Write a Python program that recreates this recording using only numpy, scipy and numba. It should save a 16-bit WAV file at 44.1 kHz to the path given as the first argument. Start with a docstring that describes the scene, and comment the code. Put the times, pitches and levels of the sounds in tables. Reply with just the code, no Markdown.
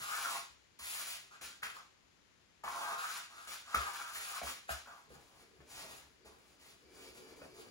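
"""A hand brush sweeps sawdust over a laminate floor into a plastic dustpan; floor thumps and harder knocks join in.
Then a rag wipes round a drain pipe, over the quiet of the house throughout.
Bristles and fibres are coloured random clicks; grit and blows ring the modes of pan and brush back.
Pushes on the floor and slips of the rag ring the modes of floor and pipe.
The room is small and bare; the left channel is hissier and the treble is nearly mono."""
import sys
import numpy as np
from scipy import signal
from scipy.fft import rfft, irfft, next_fast_len
from scipy.io import wavfile
from scipy.ndimage import uniform_filter1d
from numba import njit

SR = 44100
rng = np.random.default_rng(int(sys.argv[2]) if len(sys.argv) > 2 else 0)


def persist_wave(psi):
    """Save psi, clipped to +-1, as 16-bit WAV."""
    counts = np.round(np.clip(psi, -1, 1) * 32767).astype(np.int16)
    wavfile.write(sys.argv[1], SR, np.atleast_2d(counts).T)


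N = 339570  # samples

# Event levels are ahead of the room; spectra are relative, as each layer is scaled to rms 1.
# Brush strokes: land_s, land_hiss_db, lift_s, lift_hiss_db, tips_db (above hiss, at FIRM_DB),
# rumble_db (above hiss), land_ring_db, lift_ring_db (above hiss), land_ring_hz, lift_ring_hz
STROKES = [(-0.02, -50.5, 0.36, -46, -5, -18.5, 0.5, 2, 1320, 1100),
           (0.79, -55, 1.01, -47, -1, -26, -10, -14, 1200, 1180),
           (1.02, -56, 1.13, -48, -2.5, -25, -18, -18, 1100, 1400),
           (1.31, -68, 1.34, -63, -9, -21, 1, 4, 1300, 1200),
           (1.412, -54, 1.457, -51, -3.5, -17, -7, -4.5, 1310, 1390),
           (1.62, -62, 1.655, -53.5, -2.5, -19, 6, -1, 1480, 1420),
           (1.745, -59, 1.763, -59.5, -5, -13.5, 0, 6, 1198, 1060),
           (2.637, -56, 2.93, -52, -3.5, -12.5, 9, 9.5, 985, 1140),
           (2.98, -52, 3.175, -48.5, -6, -30.5, 7, -5, 1190, 1160),
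           (3.3, -67, 3.45, -60.5, -2, -22, 6, 0.5, 1250, 1300),
           (3.474, -54, 3.54, -50, -3.5, -20, -4.5, -4.5, 1270, 1330),
           (3.65, -69, 3.76, -54, -6, -28, 2, 5, 1201, 1260),
           (3.746, -43, 3.753, -45.5, -8, -8.5, 1, 5.5, 1350, 1300),
           (3.8, -54, 3.9, -51, -5.5, -18, 6.5, 3, 1260, 1120),
           (3.93, -53.5, 4.02, -52, -3.5, -30, 2.5, 3.5, 1250, 1360),
           (4.04, -62, 4.1, -56, 0, -32, 5, 2, 1300, 1230),
           (4.12, -56, 4.18, -50, -1, -33, -8, -6, 1300, 1460),
           (4.2, -51.5, 4.375, -49.5, -4, -27, -1, -1, 1320, 1140),
           (4.43, -51.5, 4.497, -47.5, -3.5, -13, -8, -6.5, 960, 1350),
           (4.679, -64, 4.715, -47.5, -4, -15, 3, 0, 1400, 1290),
           (4.86, -72, 4.905, -66.5, -4, -9, 10, 16, 1350, 1100),
           (4.92, -76, 5, -70, -1, -4, 9, 7, 1039, 900)]
# Rag wipes: land_s, land_hiss_db, lift_s, lift_hiss_db, drag_db (above hiss)
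WIPES = [(5.09, -71, 5.17, -65.5, 1), (5.25, -79, 5.42, -69, -0.5), (5.55, -82, 5.64, -78.5, 4),
         (5.66, -74, 5.8, -54, -5.5), (5.8, -62, 5.91, -55.5, -3), (6.25, -70, 6.28, -67, 4),
         (6.38, -78, 6.5, -74, -2), (6.59, -74, 6.7, -64, -6), (6.86, -77.5, 7.08, -61.5, -4.5),
         (7.14, -68.5, 7.3, -65, -1.5), (7.33, -74, 7.44, -67, 2), (7.54, -69.5, 7.61, -60.5, -1)]
# Hard blows: start_s, level_db, struck_hz, crack_db, thud_db (both relative to level_db)
KNOCKS = [(1.41, -48.5, 1490, -6, -21), (1.628, -33.5, 1484, -4.5, -38), (1.641, -40.5, 1230, -7, -29),
          (1.667, -44, 1240, -3, -28), (1.699, -46.5, 1420, -2, -28), (2.64, -37, 850, -16, -22),
          (2.677, -30.5, 1145, -30, -35), (2.721, -43, 1080, -22, -26), (2.745, -42, 1150, -23, -25),
          (3.473, -45, 1400, -10, -20), (3.744, -20, 1300, -17, -27), (3.764, -35, 1300, -8, -19),
          (3.814, -34.5, 1670, -7, -23.5), (4.014, -35.5, 1340, -16, -43), (4.158, -39, 1790, -8.5, -28),
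          (4.415, -34.5, 670, -18, -17), (4.431, -40, 670, -10, -18), (4.469, -37.5, 1220, -3, -24),
          (4.69, -32, 713, -11.5, -24), (4.691, -33.5, 1490, -14, -37), (4.705, -37, 690, -18, -29),
          (4.708, -40, 1570, -18, -35), (4.873, -46, 1040, -19, -26), (5.104, -49.5, 426, -24, -9),
          (5.604, -51.5, 331, -13, -9.5), (6.264, -58, 700, -17, -11), (7.414, -48, 1250, -12, -25),
          (7.418, -43, 480, -18, -10), (7.454, -46, 400, -22, -15)]
# Weight landing on the floor: time_s, drive_db (ahead of the floor response), slap_db (above drive_db)
THUMPS = [(0.02, -69.5, 13), (0.503, -71, -17.5), (0.809, -65, -14), (1.436, -65, -5), (1.642, -69, -4),
          (2.659, -66, -8), (3.487, -73, 1), (3.766, -42.5, -25), (4.159, -69, -8), (4.436, -51.5, -11),
          (4.711, -46.5, -8), (5.097, -65, 1), (5.169, -69.5, 11), (5.599, -65, 7), (6.031, -68, 0),
          (6.27, -66, -2), (6.478, -70, -3), (6.843, -68, -7), (7.099, -67, -4), (7.356, -69, -4),
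          (7.419, -66, 8)]
# Hum of the pipe under the rag: time_s, level_db
PIPE_HUM = [(5.05, -80), (5.13, -66.5), (5.2, -74.5), (5.8, -74), (6.2, -75.5), (6.27, -65.5), (6.4, -76.5),
            (6.8, -71.5), (6.95, -63), (7.06, -60.5), (7.4, -60.5), (7.53, -64), (7.7, -61)]

# Floor resonances: mode_hz, gain_db, t60_s
FLOOR_MODES = [(57, -13, 0.35), (70, 3, 0.2)]
# Slapped floor boards: mode_hz, gain_db, t60_s
BOARD_MODES = [(138, -1, 0.16), (213, 1, 0.11)]
# Pan and brush back, ringing freely: mode_hz, gain_db, t60_s
BODY_MODES = [(363, -7.5, 0.052), (498, -7.5, 0.11), (579, -21, 0.22), (689, -5, 0.11), (800, -4.5, 0.11),
              (840, -4.5, 0.087), (945.5, -1, 0.051), (1080, -1, 0.044), (1206, 2, 0.033),
              (1292, -0.5, 0.054), (1380, 4, 0.025), (1585, 5, 0.028), (1751, -4.5, 0.059),
              (1964, -8, 0.088), (2515, -2.5, 0.069), (2720, -5.5, 0.057), (622.5, -15.5, 0.14),
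              (2212, -2.5, 0.059), (2910, -29, 0.034), (3160, -1.5, 0.045), (3550, -6, 0.065)]
# Drain pipe: mode_hz, gain_db, t60_s
PIPE_MODES = [(303, 5.5, 0.03), (370, 0, 0.14), (453, 3.5, 0.055), (735, -13, 0.055), (1620, -10, 0.025),
              (2317, -4, 0.045), (2980, -13, 0.038), (4750, 5, 0.0088)]

# Bristle and cloth hiss: freq_hz, gain_db
BRISTLE_SPECTRUM = [(300, -28), (700, -5.5), (1400, -1), (2400, 2.5), (3200, 1), (4500, 1), (6000, -1),
                    (7500, -2.5), (9000, -13.5), (12000, -32)]
# Finest bristle tips and fibres: freq_hz, gain_db
TIP_SPECTRUM = [(6000, -22), (8300, -3.5), (10000, 1.5), (13000, -4.5), (16000, -1.5)]
# Floor rumble under the brush: freq_hz, gain_db
RUMBLE_SPECTRUM = [(60, -15), (140, -6), (230, 1), (350, -4.5), (550, 3), (900, -15.5)]
# Rag dragging on the boards: freq_hz, gain_db
DRAG_SPECTRUM = [(300, -2), (600, 1), (900, 1.5), (1500, -3), (2500, -28)]
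# Dust shaken off by a blow: freq_hz, gain_db
CRACK_SPECTRUM = [(200, -37), (500, -10.5), (1500, 9.5), (2800, 5.5), (4500, -3), (8000, -10.5),
                  (15000, -15)]
# Dull body of a blow on the boards: freq_hz, gain_db
THUD_SPECTRUM = [(80, -23), (200, -1), (350, -8), (600, 1.5), (1000, -16), (3000, -45)]
# Quiet of the house: freq_hz, gain_db
HOUSE_SPECTRUM = [(25, -20), (55, -2), (150, -3.5), (400, -6), (800, -16), (2000, -12), (7000, -23.5),
                  (10000, -30.5), (16000, -41)]
# Left microphone self-noise: freq_hz, gain_db
HISS_SPECTRUM = [(300, 1), (1000, 4.5), (3000, 3), (7500, -2), (8300, -26)]
HOUSE_DB, HISS_DB = -71.5, -69

# Left-right likeness of echoes and house: freq_hz, likeness (0-1)
LIKENESS = [(60, 0.3), (150, 0.35), (400, 0), (1000, 0.01), (5000, 0)]
# Echo decay: freq_hz, t60_s
ROOM_T60 = [(100, 0.29), (1000, 0.28), (4000, 0.35), (14000, 0.089)]
# Left channel colour: freq_hz, gain_db
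LEFT_COLOUR = [(40, 8.5), (120, -1), (2000, 1), (4500, -0.5), (6000, -2.3), (7400, 5.5), (8500, 3.5)]

ROOM_DB = -1  # echoes relative to direct sound
PLACES, DWELL_S = 6, .07
SHARED_HZ, TREBLE_LAG_SAMPLES, TOP_HZ = 7300, 8.1, 15720

FIRM_DB, TIPS_DB_PER_DB = -47.5, .5  # tips speak less than the rest under light pressure
LANDING_DB, LANDING_S = 11.5, 0.039  # extra rumble as the brush comes down
WANDER_DB, WANDER_SHARE, WANDER_HZ = 1, 0.062, 18.  # ring unevenness: level, centre, changes a second
FIBRES_DB = -7  # finest fibres relative to rag hiss
CONTACT_MS, CONTACT_MS_PER_DB, USUAL_DB = 3.37, 0.15, -37.5  # harder blows stay in contact longer
REACH_OCT, RING_SHARE = 0.16, .35  # width of struck region; ring length relative to the free ring
UPPER_HZ, UPPER_DB = 1860, -4.5
SWELL_POWER = 2.35  # pressure builds quickly, then levels off
FADE_DB_PER_S, RAG_FADE_DB_PER_S = 138.5, 106  # hiss after the lift
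RING_FADE_DB_PER_S = 54  # ring dies this much faster than the hiss
SETTLE_DB, SETTLE_DB_PER_S = -16, 60  # fainter, slower tail as bristles and dust settle


def undb(db):
    """Gain of a level in dB."""
    return 10 ** (np.asarray(db) / 20)


def unit(x):
    """Scale to rms 1."""
    return x / np.sqrt(np.mean(x ** 2))


def on_log(table, hz):
    """Table value at each frequency, linear on a log-frequency axis."""
    points = np.array(table)
    return np.interp(np.log(np.maximum(hz, 1)), np.log(points[:, 0]), points[:, 1])


def colour(x, table):
    """Filter x by a (freq_hz, gain_db) table."""
    n = x.shape[-1]
    gain = undb(on_log(table, np.fft.rfftfreq(n, 1 / SR)))
    return irfft(rfft(x) * gain, n)


def mode(x, hz, t60_s):
    """One decaying resonance; a unit pulse rings with peak near 1."""
    radius = np.exp(-np.log(1000) / (t60_s * SR))
    angle = 2 * np.pi * hz / SR
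    return signal.lfilter([0, radius * np.sin(angle)], [1, -2 * radius * np.cos(angle), radius ** 2], x)


def ring(x, modes):
    """All modes of one object, neighbours in opposite sign."""
    return sum((-1) ** k * undb(db) * mode(x, hz, t60_s) for k, (hz, db, t60_s) in enumerate(modes))


def smooth_noise(rate_hz):
    """Smooth random drift, rms 1."""
    k = int(SR / rate_hz)
    steps = np.repeat(rng.standard_normal(N // k + 1), k)
    return unit(uniform_filter1d(steps, k)[:N])


def grains(per_s, spread_db, patch_hz, patchy_db):
    """Random clicks of uneven size that come in slips and lulls."""
    on = rng.random(N) < per_s / SR
    size = undb(spread_db * np.minimum(rng.exponential(size=N), 4))
    sign = rng.choice([-1., 1.], N)
    return on * size * sign * undb(patchy_db * smooth_noise(patch_hz))


def contact(land_s, land_db, lift_s, lift_db, fade_db_per_s):
    """Level (dB) and progress (0-1) of a rubbing pass: sudden landing, swell, fade after the lift."""
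    t = np.arange(N) / SR
    along = np.clip((t - land_s) / (lift_s - land_s), 0, 1)
    after_s = np.maximum(t - lift_s, 0)
    tail_db = np.maximum(-fade_db_per_s * after_s, SETTLE_DB - SETTLE_DB_PER_S * after_s)
    db = lift_db - (lift_db - land_db) * (1 - along) ** SWELL_POWER + tail_db
    return np.where(t >= land_s, db, -200), along


@njit
def moving_bandpass(x, hz, share):
    """State-variable band-pass whose centre moves; width is a share of the centre."""
    y, band, low = np.empty(len(x)), 0., 0.
    for i in range(len(x)):
        g = np.tan(np.pi * hz[i] / SR)
        v = (band + g * (x[i] - low)) / (1 + g * (g + share))
        band = 2 * v - band
        low = low + 2 * g * v
        y[i] = share * v
    return y


def brush(reach=0.33):
    """Bristles flick over the boards; coarser grit shakes the pan, the brush back and the floor."""
    t, power, spot = np.arange(N) / SR, 0, 0
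    for land_s, land_db, lift_s, lift_db, tips_db, rumble_db, ring_db, end_ring_db, hz, end_hz in STROKES:
        hiss_db, along = contact(land_s, land_db, lift_s, lift_db, FADE_DB_PER_S)
        tip_above_db = tips_db + TIPS_DB_PER_DB * (hiss_db - FIRM_DB)
        ring_above_db = ring_db + (end_ring_db - ring_db) * along
        ring_above_db = ring_above_db - RING_FADE_DB_PER_S * np.maximum(t - lift_s, 0)
        rumble_above_db = rumble_db + LANDING_DB * np.exp(-np.abs(t - land_s) / LANDING_S)
        above_db = np.array([0 * hiss_db, tip_above_db, ring_above_db, rumble_above_db])
        layers = undb(2 * (hiss_db + above_db))  # power, so strokes add
        power = power + layers
        spot = spot + (hz + (end_hz - hz) * along) * layers[2]
    press, tips, body, rumble = uniform_filter1d(np.sqrt(power), size=180)
    flicks = grains(14000, 3.0, 40, 0.66)
    grit = grains(2500, 3.4, 35, 1.6)
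    # the spot being scraped picks which modes sound
    centre_hz = spot / power[2] * (1 + WANDER_SHARE * smooth_noise(WANDER_HZ))
    shell = unit(moving_bandpass(ring(grit, BODY_MODES), centre_hz, reach))
    hiss = press * unit(colour(flicks, BRISTLE_SPECTRUM)) + tips * unit(colour(flicks, TIP_SPECTRUM))
    ringing = body * undb(WANDER_DB * smooth_noise(WANDER_HZ)) * shell
    return hiss + ringing + rumble * unit(colour(grit, RUMBLE_SPECTRUM))


def noise_pair(n):
    """Two noises whose likeness at each frequency follows LIKENESS."""
    c = np.clip(on_log(LIKENESS, np.fft.rfftfreq(n, 1 / SR)), 0, 1)
    mid, side = rfft(rng.standard_normal((2, n)))
    both = np.array([np.sqrt(1 + c) * mid + k * np.sqrt(1 - c) * side for k in (1, -1)])
    return irfft(both, n) / np.sqrt(2)


def house_quiet():
    """Steady coloured noise in two channels."""
    return unit(colour(noise_pair(N), HOUSE_SPECTRUM)) * undb(HOUSE_DB)


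def push(start_s, ms):
    """Start sample and half-sine force of a contact, area 1."""
    force = np.sin(np.linspace(0, np.pi, max(int(ms * SR / 1000), 1) + 2))
    return int(start_s * SR), force / force.sum()


def thumps(contact_ms=5.6, swing_hz=69.4, swing_t60_s=0.091, spread=0.42):
    """A push slaps the boards and swings the floating floor, which fills the room's low modes a little later."""
    force = np.zeros((2, N + SR))
    for time_s, drive_db, slap_db in THUMPS:
        i, f = push(time_s - .012, contact_ms)
        force[:, i:i + len(f)] += undb([[drive_db], [drive_db + slap_db]]) * f
    swing = mode(force[0, :N], swing_hz, swing_t60_s) * undb(-46.5)
    sideways = np.array([[1], [-1]]) * mode(swing, 55.0, 0.24)  # opposite in left and right
    low = ring(swing, FLOOR_MODES) + spread * sideways
    return low + undb(5.5) * ring(force[1, :N], BOARD_MODES)


def blow(hz, ms, reach_oct, share, n):
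    """A contact that chatters at hz rings the modes near it; peak 1."""
    force = push(0, ms)[1]
    chatter = force * np.cos(2 * np.pi * hz * np.arange(len(force)) / SR)
    chatter = np.pad(chatter, (0, n - len(force)))
    sound = 0
    for mode_hz, gain_db, t60_s in BODY_MODES:
        near_db = gain_db - 10.0 * (np.log2(mode_hz / hz) / reach_oct) ** 2
        sound = sound + undb(near_db) * mode(chatter, mode_hz, share * t60_s)
    return sound / np.abs(sound).max()


def knocks(crack_ms=17.0, upper_ms=0.7, upper_reach_oct=0.56, thud_ms=26.0):
    """Each blow rings a narrow struck region and a wider upper one, cracks off dust and thuds in the boards."""
    out, n = np.zeros(N + SR), SR // 8
    t_ms = 1000 * np.arange(n) / SR
    for start_s, db, hz, crack_db, thud_db in KNOCKS:
        dust = rng.standard_normal(n)
        i, ms = int(start_s * SR), CONTACT_MS + CONTACT_MS_PER_DB * (db - USUAL_DB)
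        struck = blow(hz, ms, REACH_OCT, RING_SHARE, n)
        upper = undb(UPPER_DB) * blow(UPPER_HZ, upper_ms, upper_reach_oct, 2 * RING_SHARE, n)
        crack_shape = np.exp(-t_ms / crack_ms) * np.minimum(t_ms / ms, 1)
        crack = undb(crack_db) * unit(colour(dust, CRACK_SPECTRUM)) * crack_shape
        thud_shape = np.exp(-t_ms / thud_ms) * np.minimum(t_ms / 10, 1)
        thud = undb(thud_db) * unit(colour(dust, THUD_SPECTRUM)) * thud_shape
        out[i:i + n] += undb(db) * (struck + upper + crack + thud)
    return out[:N]


def rag():
    """Cloth fibres hiss softly, drag on the boards and set the hollow pipe humming in slips."""
    power = 0
    for land_s, land_db, lift_s, lift_db, drag_db in WIPES:
        hiss_db, _ = contact(land_s, land_db, lift_s, lift_db, RAG_FADE_DB_PER_S)
        power = power + undb(2 * (hiss_db + np.array([[0], [drag_db]])))
    press, drag = uniform_filter1d(np.sqrt(power), size=441)
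    hum = undb(np.interp(np.arange(N) / SR, *np.array(PIPE_HUM).T, left=-200))
    fibres = grains(16000, 2.7, 30, 1.7)
    fine = undb(FIBRES_DB) * unit(colour(fibres, TIP_SPECTRUM))
    hiss = unit(colour(fibres, BRISTLE_SPECTRUM)) + fine
    boards = unit(colour(grains(3000, 3.0, 30, 0.78), DRAG_SPECTRUM))
    pipe = unit(ring(grains(2500, 2.2, 25, 2.0), PIPE_MODES))
    return press * hiss + drag * boards + hum * pipe


def echoes(lag_samples):
    """Direct sound (right delayed by the lag), then dense echoes decaying by octave band."""
    n = SR // 3
    t, noise, echo = np.arange(n) / SR, rfft(noise_pair(n)), 0
    hz = np.fft.rfftfreq(n, 1 / SR)
    for centre_hz in 62.5 * 2. ** np.arange(9):
        share = np.clip(1 - np.abs(np.log2(np.maximum(hz, 62.5) / centre_hz)), 0, 1)
        echo = echo + irfft(noise * share, n) * undb(-60 * t / on_log(ROOM_T60, centre_hz))
    echo = echo * np.clip(t / 0.0011, 0, 1)
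    echo = echo * undb(ROOM_DB) / np.sqrt(np.mean(np.sum(echo ** 2, axis=1)))
    echo[[0, 1], [0, lag_samples]] = 1
    return echo / np.sqrt(1 + undb(2 * ROOM_DB))


def room(x):
    """The hands keep moving, so sound crossfades round a cycle of places, each with its own echoes."""
    place = np.arange(N) / SR / DWELL_S % PLACES
    out, n = 0, next_fast_len(N + SR)
    for k, lag_samples in enumerate(rng.integers(0, 16, PLACES)):
        away = np.abs((place - k + PLACES / 2) % PLACES - PLACES / 2)
        here = np.cos(np.pi / 2 * np.clip(away, 0, 1))
        out = out + rfft(x * here, n) * rfft(echoes(lag_samples), n)
    return irfft(out, n)[:, :N]


def scene():
    """Brush, knocks and rag in the room, plus floor thumps and the quiet of the house."""
    return room(brush() + knocks() + rag()) + thumps() + house_quiet()


def record(dry):
    """The left channel is hissier; treble is nearly mono, the right a few samples late."""
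    hiss = undb(HISS_DB) * unit(colour(rng.standard_normal(N), HISS_SPECTRUM))
    left = colour(dry[0], LEFT_COLOUR) + hiss
    hz = np.fft.rfftfreq(N, 1 / SR)
    shared = 1 / (1 + (SHARED_HZ / np.maximum(hz, 1)) ** 8)
    # the last point alone is a flat gain
    late = rfft(colour(dry[0], LEFT_COLOUR[-1:])) * np.exp(-2j * np.pi * hz * TREBLE_LAG_SAMPLES / SR)
    right = irfft(np.sqrt(shared) * late + np.sqrt(1 - shared) * rfft(dry[1]), N)
    low_cut = signal.butter(2, 45, "high", fs=SR, output="sos")
    top_cut = signal.ellip(10, .2, 80, TOP_HZ, fs=SR, output="sos")
    return signal.sosfilt(top_cut, signal.sosfilt(low_cut, np.array([left, right])))


dry = scene()
out = record(dry)
persist_wave(out)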